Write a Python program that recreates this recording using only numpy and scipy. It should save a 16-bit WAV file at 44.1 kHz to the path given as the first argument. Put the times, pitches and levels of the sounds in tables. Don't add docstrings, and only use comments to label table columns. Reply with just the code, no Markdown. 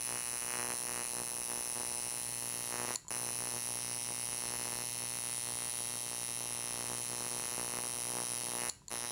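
import sys
import numpy as np
from scipy import signal
from scipy.fft import rfft, irfft
from scipy.io import wavfile
from scipy.ndimage import uniform_filter1d

SR = 44100
rng = np.random.default_rng(int(sys.argv[2]) if len(sys.argv) > 2 else 0)


def transcribe(u):
    v = np.clip(np.atleast_2d(u).T, -1, 1)
    q = np.round(v * 32767).astype(np.int16)
    wavfile.write(sys.argv[1], SR, q)


def gain_from_db(level_db):
    decades = np.asarray(level_db, float) / 20
    return 10 ** decades


N = 401751


def rms_one(x):
    return x / np.sqrt(np.mean(x ** 2) + 1e-20)


def drift(x, memory):
    return rms_one(signal.lfilter([1], [1, -memory], x, axis=0))


def curve(table, column, s):
    rows = np.array(table)
    return np.interp(s, rows[:, 0], rows[:, column])


def clicks(s, sizes):
    out, taps = np.full(N + 16, 1e-18), np.arange(-4, 6)
    inside = (s >= 0) & (s * SR < N)
    at = np.floor(s[inside] * SR).astype(int)[:, None] + taps
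    away = at - s[inside, None] * SR
    np.add.at(out, at + 8, sizes[inside, None] * np.sinc(away) * np.cos(np.pi * away / 11) ** 2)
    return out[8:N + 8]


def ring(x, hz, t60):
    r, w = gain_from_db(-60 / (t60 * SR)), 2 * np.pi * hz / SR
    return signal.lfilter([0, np.sin(w)], [1, -2 * r * np.cos(w), r * r], x)


# first stroke t/s, last stroke t/s, build-up strokes skipped after the first [count]
RUNS = [
    (-0.0013, 2.9551, 9),
    (3.0966, 8.6926, 2),
    (8.8956, 9.1055, 0),
]
# t/s, f/Hz
SPEED = [(0, 120.687), (0.45, 120.698), (0.65, 121.17), (1.2, 120.385), (2.0, 120.119), (2.6, 119.752),
         (2.96, 121.282), (3.1, 121.402), (3.55, 119.717), (3.75, 120.139), (5.0, 120.019), (6.7, 119.533),
         (6.9, 120.538), (8.3, 120.437), (8.45, 119.692), (8.7, 120.277), (8.9, 119.898), (9.11, 119.767)]
START_SLOW, START_S = .11, .007
COAST_S = .01


def strokes():
    times, places, turns, on, t = [], [], np.zeros(N), np.zeros(N), np.arange(N) / SR
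    for first, last, skipped in RUNS:
        grid = np.arange(first, last, 1 / SR)
        slow = START_SLOW * np.exp(-((grid - first) / START_S / 2) ** 2) * (first > 0)
        done = np.cumsum(curve(SPEED, 1, grid) * (1 - slow)) / SR
        done *= np.round(done[-1]) / done[-1]
        count = np.arange(int(round(done[-1])) + 1)
        times.append(np.append(np.interp(count, done, grid), last + COAST_S))
        place = count + int(skipped) * ((count > 0) | (first < 0))
        places.append(np.append(place, -1))
        running = (t >= first) & (t < last)
        turns[running], on[running] = np.interp(t[running], grid, done), 1
    return np.concatenate(times), np.concatenate(places), turns, uniform_filter1d(on, size=400)


# tick level/dB, blow level/dB
BUILD_UP = [
    (-8, -35),
    (-3, -9),
    (-1, -1),
]
# t/s, grip [0 loose - 1 firm], skin drumming level/dB, bar rebound level/dB, spring tick level/dB
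HAND = [(0, 0.12, -57, -1.5, 14), (.9, 0.19, -73, -10.5, 2), (1.5, 0.029, -93, -2, -0.5),
        (2.3, 0.16, -58, -7, 0.5), (2.9, 0.64, -69, -2, 3.5), (3.15, 0.2, -59, -4, 4),
        (3.9, 0.36, -59, -1, -0.5), (5.0, 0.42, -59, -0.5, 4), (5.5, 0.55, -61, -4.3, 2),
        (6.6, 0.53, -63, -1.5, -2), (7.0, 0.59, -57, -2, 1.5), (7.5, 0.59, -70, -0.5, 2.5),
        (8.0, 0.53, -61, -1, 2.5), (8.4, 0.58, -60, -1.5, 3), (8.7, 0.65, -81, -1, 3.5),
        (9.1, 0.74, -59, -5, -9)]
COAST_TICK_DB = -14
BLOW_LAG_S, LAG_PER_GRIP_S, LAG_WANDER_S = .0013, -.0001, .000012
REBOUND_LAG_S, SETTLE_LAG_S, RETURN_LAG_S = .00036, .0014, .0037


def bar_moves(s, place):
    luck = rng.standard_normal((len(s), 6))
    levels = np.vstack([BUILD_UP, [(0, 0), (COAST_TICK_DB, -60)]])
    tick_db, blow_db = levels[np.minimum(place, 3)].T
    tick_db = tick_db + np.minimum(curve(HAND, 4, s), 1.5)
    rebound_db = blow_db + curve(HAND, 3, s) + .6 * luck[:, 2]
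    tick_s = s + .000012 * luck[:, 0]
    lag = BLOW_LAG_S + LAG_PER_GRIP_S * curve(HAND, 1, s) + LAG_WANDER_S * drift(luck[:, 3], .96)
    blow_s = tick_s + lag + .000015 * luck[:, 1]
    rebound_s = blow_s + REBOUND_LAG_S + .00001 * luck[:, 5]
    settle_s = blow_s + SETTLE_LAG_S + .00008 * luck[:, 4]
    return_s = tick_s + RETURN_LAG_S + .0001 * luck[:, 2]
    return (tick_s, blow_s, rebound_s, settle_s, return_s), (tick_db, blow_db, rebound_db), luck


# t60 t/s, level/dB from the bar blow, level/dB gained in a firm grip
FRAME = [(0.0088, -44, -10.5), (0.0038, -11, -10.5), (0.011, -19, 0.5), (0.013, -12, 10), (0.036, -22.5, 6),
         (0.012, -19.5, 7.5), (0.0046, -3, 0.6), (0.00071, -8.5, 7.5), (0.0055, -13.5, -0.5),
         (0.0024, -5.5, -4), (0.0034, 9, -0.1), (0.002, 7.5, -0.3), (0.0035, -3, 0.3), (0.0005, -27, -8)]
FRAME_HZ = [1950, 2830, 3122, 4020, 4457, 5390, 5943, 6800, 7390, 8330, 9737, 10117, 10520, 11200]
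POLARITY = [1, 1, -1, 1, -1, 1, 1, 1, -1, 1, 1, -1, -1, 1]
TICK_RE_BLOW = [-4, -15, -14, -6, 3, -5, -5, 2, 2, -2, -4.5, -5, -4.5, -4]
TICK_SIDE = [-1, -1, 1, -1, -1, 1, 1, -1, 1, 1, 1, 1, 1, 1]
REBOUND_DB = [-3, -6, -1]
LONGEST_RING_S = 0.014
TOP_DB, MIDDLE_DB, TUBE_DB = -29, -3, -1.5
TOP_GRIP_DB, MIDDLE_GRIP_DB, TUBE_GRIP_DB = -3, 3, 11
TUBE_PER_BRIGHT_DB = -0.1
SETTLE_DB, RETURN_DB = -12, -15


def frame(s, moments, levels, luck):
    tick_s, blow_s, rebound_s, settle_s, return_s = moments
    tick_db, blow_db, rebound_db = levels
    spread = rng.standard_normal((len(s), len(FRAME), 3))
    wander = drift(spread[:, :, 2], .98)
    grip = curve(HAND, 1, s)
    level_db = TOP_DB + TOP_GRIP_DB * grip
    tube_db = TUBE_DB + TUBE_GRIP_DB * grip + TUBE_PER_BRIGHT_DB * np.maximum(lift(s)[1], 0)
    group_db = [0, MIDDLE_DB + MIDDLE_GRIP_DB * grip, tube_db]
    out = bare_impacts(moments, levels, level_db)
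    for k, (hz, (t60, from_blow, grip_db)) in enumerate(zip(FRAME_HZ, FRAME)):
        from_tick = from_blow + TICK_RE_BLOW[k]
        group = int(hz < 9000) + int(hz < 3300)
        base = level_db + group_db[group] + grip_db * grip + .7 * wander[:, k] + .55 * spread[:, k].T
        settle_db = blow_db + SETTLE_DB - 8 * group + 2 * luck[:, 0]
        strikes = TICK_SIDE[k] * clicks(tick_s, gain_from_db(base[0] + from_tick + tick_db + 0.14 * luck[:, 3]))
        strikes += clicks(blow_s, gain_from_db(base[1] + from_blow + blow_db + 0.11 * luck[:, 4]))
        strikes += clicks(rebound_s, gain_from_db(base[1] + from_blow + rebound_db + REBOUND_DB[group]))
        strikes += clicks(settle_s, gain_from_db(base[2] + from_blow + settle_db))
        strikes += clicks(return_s, gain_from_db(base[2] + from_tick + RETURN_DB + 2 * luck[:, 5]))
        out = out + POLARITY[k] * ring(strikes, hz, min(t60, LONGEST_RING_S))
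    return out


CLACK_DB, CLACK_HZ, CLACK_T60_S = -20, 4300, 0.002
THUD_DB, THUD_HZ, THUD_T60_S, THUD_LAG_S = -38.5, 1300, .0008, .00057
ROCK_DB, ROCK_HZ, ROCK_T60_S, ROCK_LAG_S = -26, 3550, 0.0036, .00023
RATTLE_DB, RETURN_RATTLE_DB = -11, -1


def bare_impacts(moments, levels, level_db):
    tick_s, blow_s, _, _, return_s = moments
    tick_db, blow_db, rebound_db = levels
    shakes = clicks(tick_s, gain_from_db(level_db + tick_db + RATTLE_DB))
    shakes += clicks(blow_s, gain_from_db(level_db + blow_db + RATTLE_DB))
    shakes += clicks(return_s, gain_from_db(level_db + blow_db + RATTLE_DB + RETURN_RATTLE_DB))
    thud = clicks(blow_s + THUD_LAG_S, gain_from_db(level_db + rebound_db + THUD_DB))
    clack = clicks(blow_s, gain_from_db(level_db + blow_db + CLACK_DB))
    rock = clicks(blow_s + ROCK_LAG_S, gain_from_db(level_db + rebound_db + ROCK_DB))
    out = rattle(shakes) - ring(thud, THUD_HZ, THUD_T60_S) + ring(clack, CLACK_HZ, CLACK_T60_S)
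    return out - ring(ring(rock, ROCK_HZ, ROCK_T60_S), ROCK_HZ, ROCK_T60_S)


# low f/Hz, high f/Hz, level/dB
RATTLE_BANDS = [(2600, 12200, -5), (11200, 15300, -2.5)]
RATTLE_T60_S = 0.011


def rattle(strikes):
    puff = signal.lfilter([1], [1, -gain_from_db(-60 / (RATTLE_T60_S * SR))], strikes) * rng.standard_normal(N)
    out = np.zeros(N)
    for low, high, db in RATTLE_BANDS:
        band = signal.butter(2, [low, high], "band", fs=SR, output="sos")
        out += gain_from_db(db) * signal.sosfilt(band, puff)
    return out


PUSH_DB, SLAP_DB = -33, -8.5
UNEVEN_DB, SLAP_UNEVEN = 6.5, 0.55
NEEDLE_DRIFT_DB = 1.8
NUDGE_LAG_S, NUDGE_DB = 0.00008, -14
FLESH_HZ, FLESH_T60_S, FLESH_DB = 312, 0.0029, -6.5
FLESH_WAVER_DB = 3.5
SKIN_LOW_HZ = 148


def needle(s, blow_s, blow_db):
    luck = rng.standard_normal((len(s), 6))
    see_saw = drift(luck[:, 0], -.88)
    flutter = drift(luck[:, 1], .6)
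    lift_db, bright_db = lift(s)
    drift_db = NEEDLE_DRIFT_DB * drift(luck[:, 5], .8)
    uneven_db = UNEVEN_DB * np.tanh(1.15 * see_saw + .35 * flutter)
    mean_push = gain_from_db(PUSH_DB + lift_db + drift_db + blow_db)
    push = mean_push * gain_from_db(uneven_db + .7 * luck[:, 2])
    slap = mean_push * gain_from_db(SLAP_DB + bright_db - drift_db + SLAP_UNEVEN * uneven_db + .9 * luck[:, 3])
    squeeze = .7 * clicks(blow_s + .00002, slap) - clicks(blow_s + .00022, slap)
    push_s = blow_s + .0002 + .00014 * luck[:, 4]
    nudge = clicks(s + NUDGE_LAG_S, gain_from_db(NUDGE_DB + luck[:, 5]) * mean_push)
    waver = drift(rng.standard_normal(len(s)), .7)
    flesh = mean_push * gain_from_db(FLESH_DB - drift_db + FLESH_WAVER_DB * waver + .5 * uneven_db)
    knock = ring(squeeze, 1700, 0.00065) - ring(clicks(push_s, push), 730, 0.0019)
    knock += ring(nudge, 1350, 0.0034) - ring(clicks(push_s, flesh), FLESH_HZ, FLESH_T60_S)
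    return signal.sosfilt(signal.butter(1, SKIN_LOW_HZ, "high", fs=SR, output="sos"), knock)


# start t/s, length t/s, level/dB, brightening level/dB
LIFTS = [(0, 0.045, -6.5, 10), (0.067, 0.21, 2, 11.5), (0.278, 0.25, -2, 13), (0.501, 0.26, 5, 12),
         (0.84, 0.21, 3, 10.5), (1.13, 0.17, 3, 2), (1.475, 0.065, 7, 2), (1.686, 0.44, 3, -13),
         (2.699, 0.26, 5.5, 11.5), (3.053, 0.13, 3, 13.5), (3.235, 0.35, 2.5, 4), (3.788, 0.49, 0.5, -2.5),
         (4.287, 0.56, 2.5, 4), (5.054, 0.12, 1.5, -2), (5.464, 0.13, 3, -7), (5.87, 0.11, 2, -9),
         (6.28, 0.32, 2, -8), (6.75, 0.25, 3.5, 1.5), (7.13, 0.28, 5, 0), (7.417, 0.12, 4, 9.5),
         (7.542, 0.47, 5.5, 2.5), (8.046, 0.34, 4, 2), (8.49, 0.11, 6.5, -6), (8.563, .14, 5.5, 15),
         (8.872, 0.096, 2.5, 14.5), (9, 0.098, 5, 8)]
LIFT_RAMP_S = .08


def lift(s):
    out = np.zeros((2, len(s)))
    for start, length, db, bright_db in LIFTS:
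        shape = np.clip(.5 + np.minimum(s - start, start + length - s) / LIFT_RAMP_S, 0, 1)
        out += np.outer([db, bright_db], shape)
    return out


HOLLOW_HZ, HOLLOW_WIDTH_HZ = 3666, 430
HOLLOW_SHARE, HOLLOW_PER_GRIP = 1, 0.65


def cupped_hand(x):
    r, w = np.exp(-np.pi * HOLLOW_WIDTH_HZ / SR), 2 * np.pi * HOLLOW_HZ / SR
    band = signal.lfilter([(1 - r * r) / 2, 0, (r * r - 1) / 2], [1, -2 * r * np.cos(w), r * r], x)
    grip = curve(HAND, 1, np.arange(N) / SR)
    return x - np.clip(HOLLOW_SHARE - HOLLOW_PER_GRIP * grip, 0, 1) * band


SWING_PER_BRIGHT_DB = -0.36


def bar_swing(turns, on):
    t = np.arange(N) / SR
    level = np.sqrt(2) * gain_from_db(curve(HAND, 2, t) + SWING_PER_BRIGHT_DB * lift(t)[1]) * on
    return level * (np.cos(2 * np.pi * (turns + 0.32)) + .5 * np.cos(4 * np.pi * (turns + 0.18)))


# t/s, snap level/dB, blade tone level/dB, case knock level/dB
SWITCH = [
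    (2.9578, -11, -27, -43),
    (3.048, -62, -70, -53),
    (3.067, -47, -70, -51),
    (3.0822, -21, -46, -50),
    (3.0878, -26, -58, -51),
    (8.6967, -12.5, -26, -52),
    (8.817, -72, -94, -55),
    (8.8819, -21, -38, -53),
    (8.890, -62, -65, -68),
]
# f/Hz, level/dB, t60 t/s
SNAP = [(3100, -18, .006), (4650, -15, .006), (6900, -2, .009), (7800, -6, .006), (9800, -10, .005),
        (12500, -14, .004), (14500, -19, .004)]
KNOCK_HZ, KNOCK_T60_S = 990, .032
BLADE_HZ, BLADE_T60_S = 4330, .009


def foot_switch():
    s, snap_db, blade_db, knock_db = np.transpose(SWITCH)
    bounces = rng.standard_normal((len(SNAP), 130)) * gain_from_db(-np.arange(130) / 5.0)
    snaps = clicks(s, gain_from_db(snap_db - 26.0))
    out = ring(clicks(s + 0.00146, gain_from_db(knock_db)), KNOCK_HZ, KNOCK_T60_S)
    out += ring(clicks(s + 0.00061, gain_from_db(blade_db)), BLADE_HZ, BLADE_T60_S)
    for burst, (hz, level_db, t60) in zip(bounces, SNAP):
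        out += gain_from_db(level_db) * ring(signal.lfilter(burst, [1], snaps), hz, t60)
    return out


STUDIO_T60_S, STUDIO_DB = .42, -13.5
NEAR_T60_S, NEAR_DB = 0.0043, -33.5
WALL_CUT_HZ = 4800


def studio(x):
    t = np.arange(SR // 2) / SR
    white = rng.standard_normal(len(t))
    dull = signal.sosfilt(signal.butter(1, WALL_CUT_HZ, fs=SR, output="sos"), white)
    decay = gain_from_db(STUDIO_DB) * (gain_from_db(-60 * t / STUDIO_T60_S) + gain_from_db(NEAR_DB - 60 * t / NEAR_T60_S))
    tail = (dull + (white - dull) * gain_from_db(-100 * t)) * decay * (t > .0008) / np.sqrt(SR * 0.02)
    tail = signal.sosfilt(signal.butter(2, 900, "high", fs=SR, output="sos"), tail)
    return signal.fftconvolve(x, tail)[:N]


# f/Hz, level/dB per Hz
AIR = [(18, -39), (45, -3), (62, -4), (90, -40), (300, -17), (1000, -36), (8000, -34), (16000, -50)]
# f/Hz, level/dB rms, t60 t/s
DUCT = (150, -64, 0.03)
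AIR_DB = -66


def studio_air():
    hz = np.fft.rfftfreq(N, 1 / SR) + 1
    points = np.array(AIR)
    colour = gain_from_db(np.interp(np.log(hz), np.log(points[:, 0]), points[:, 1]))
    hiss = gain_from_db(AIR_DB) * rms_one(irfft(rfft(rng.standard_normal(N)) * colour, N))
    duct_hz, duct_db, t60 = DUCT
    return hiss + gain_from_db(duct_db) * rms_one(ring(rng.standard_normal(N), duct_hz, t60))


def scene():
    s, place, turns, on = strokes()
    moments, levels, luck = bar_moves(s, place)
    steel = frame(s, moments, levels, luck)
    skin = needle(s, moments[1], levels[1])
    near = cupped_hand(steel + skin) + foot_switch()
    return (near + studio(near) + bar_swing(turns, on) + studio_air())[None]


def band_limit(x):
    return signal.sosfilt(signal.butter(12, 16690, fs=SR, output="sos"), x)


def record(dry):
    bass = signal.butter(2, 45, "high", fs=SR, output="sos")
    top = signal.ellip(12, .5, 52, 15850, fs=SR, output="sos")
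    mix = signal.sosfilt(np.vstack([bass, top]), dry)
    return band_limit(mix)


dry = scene()
out = record(dry)
transcribe(out)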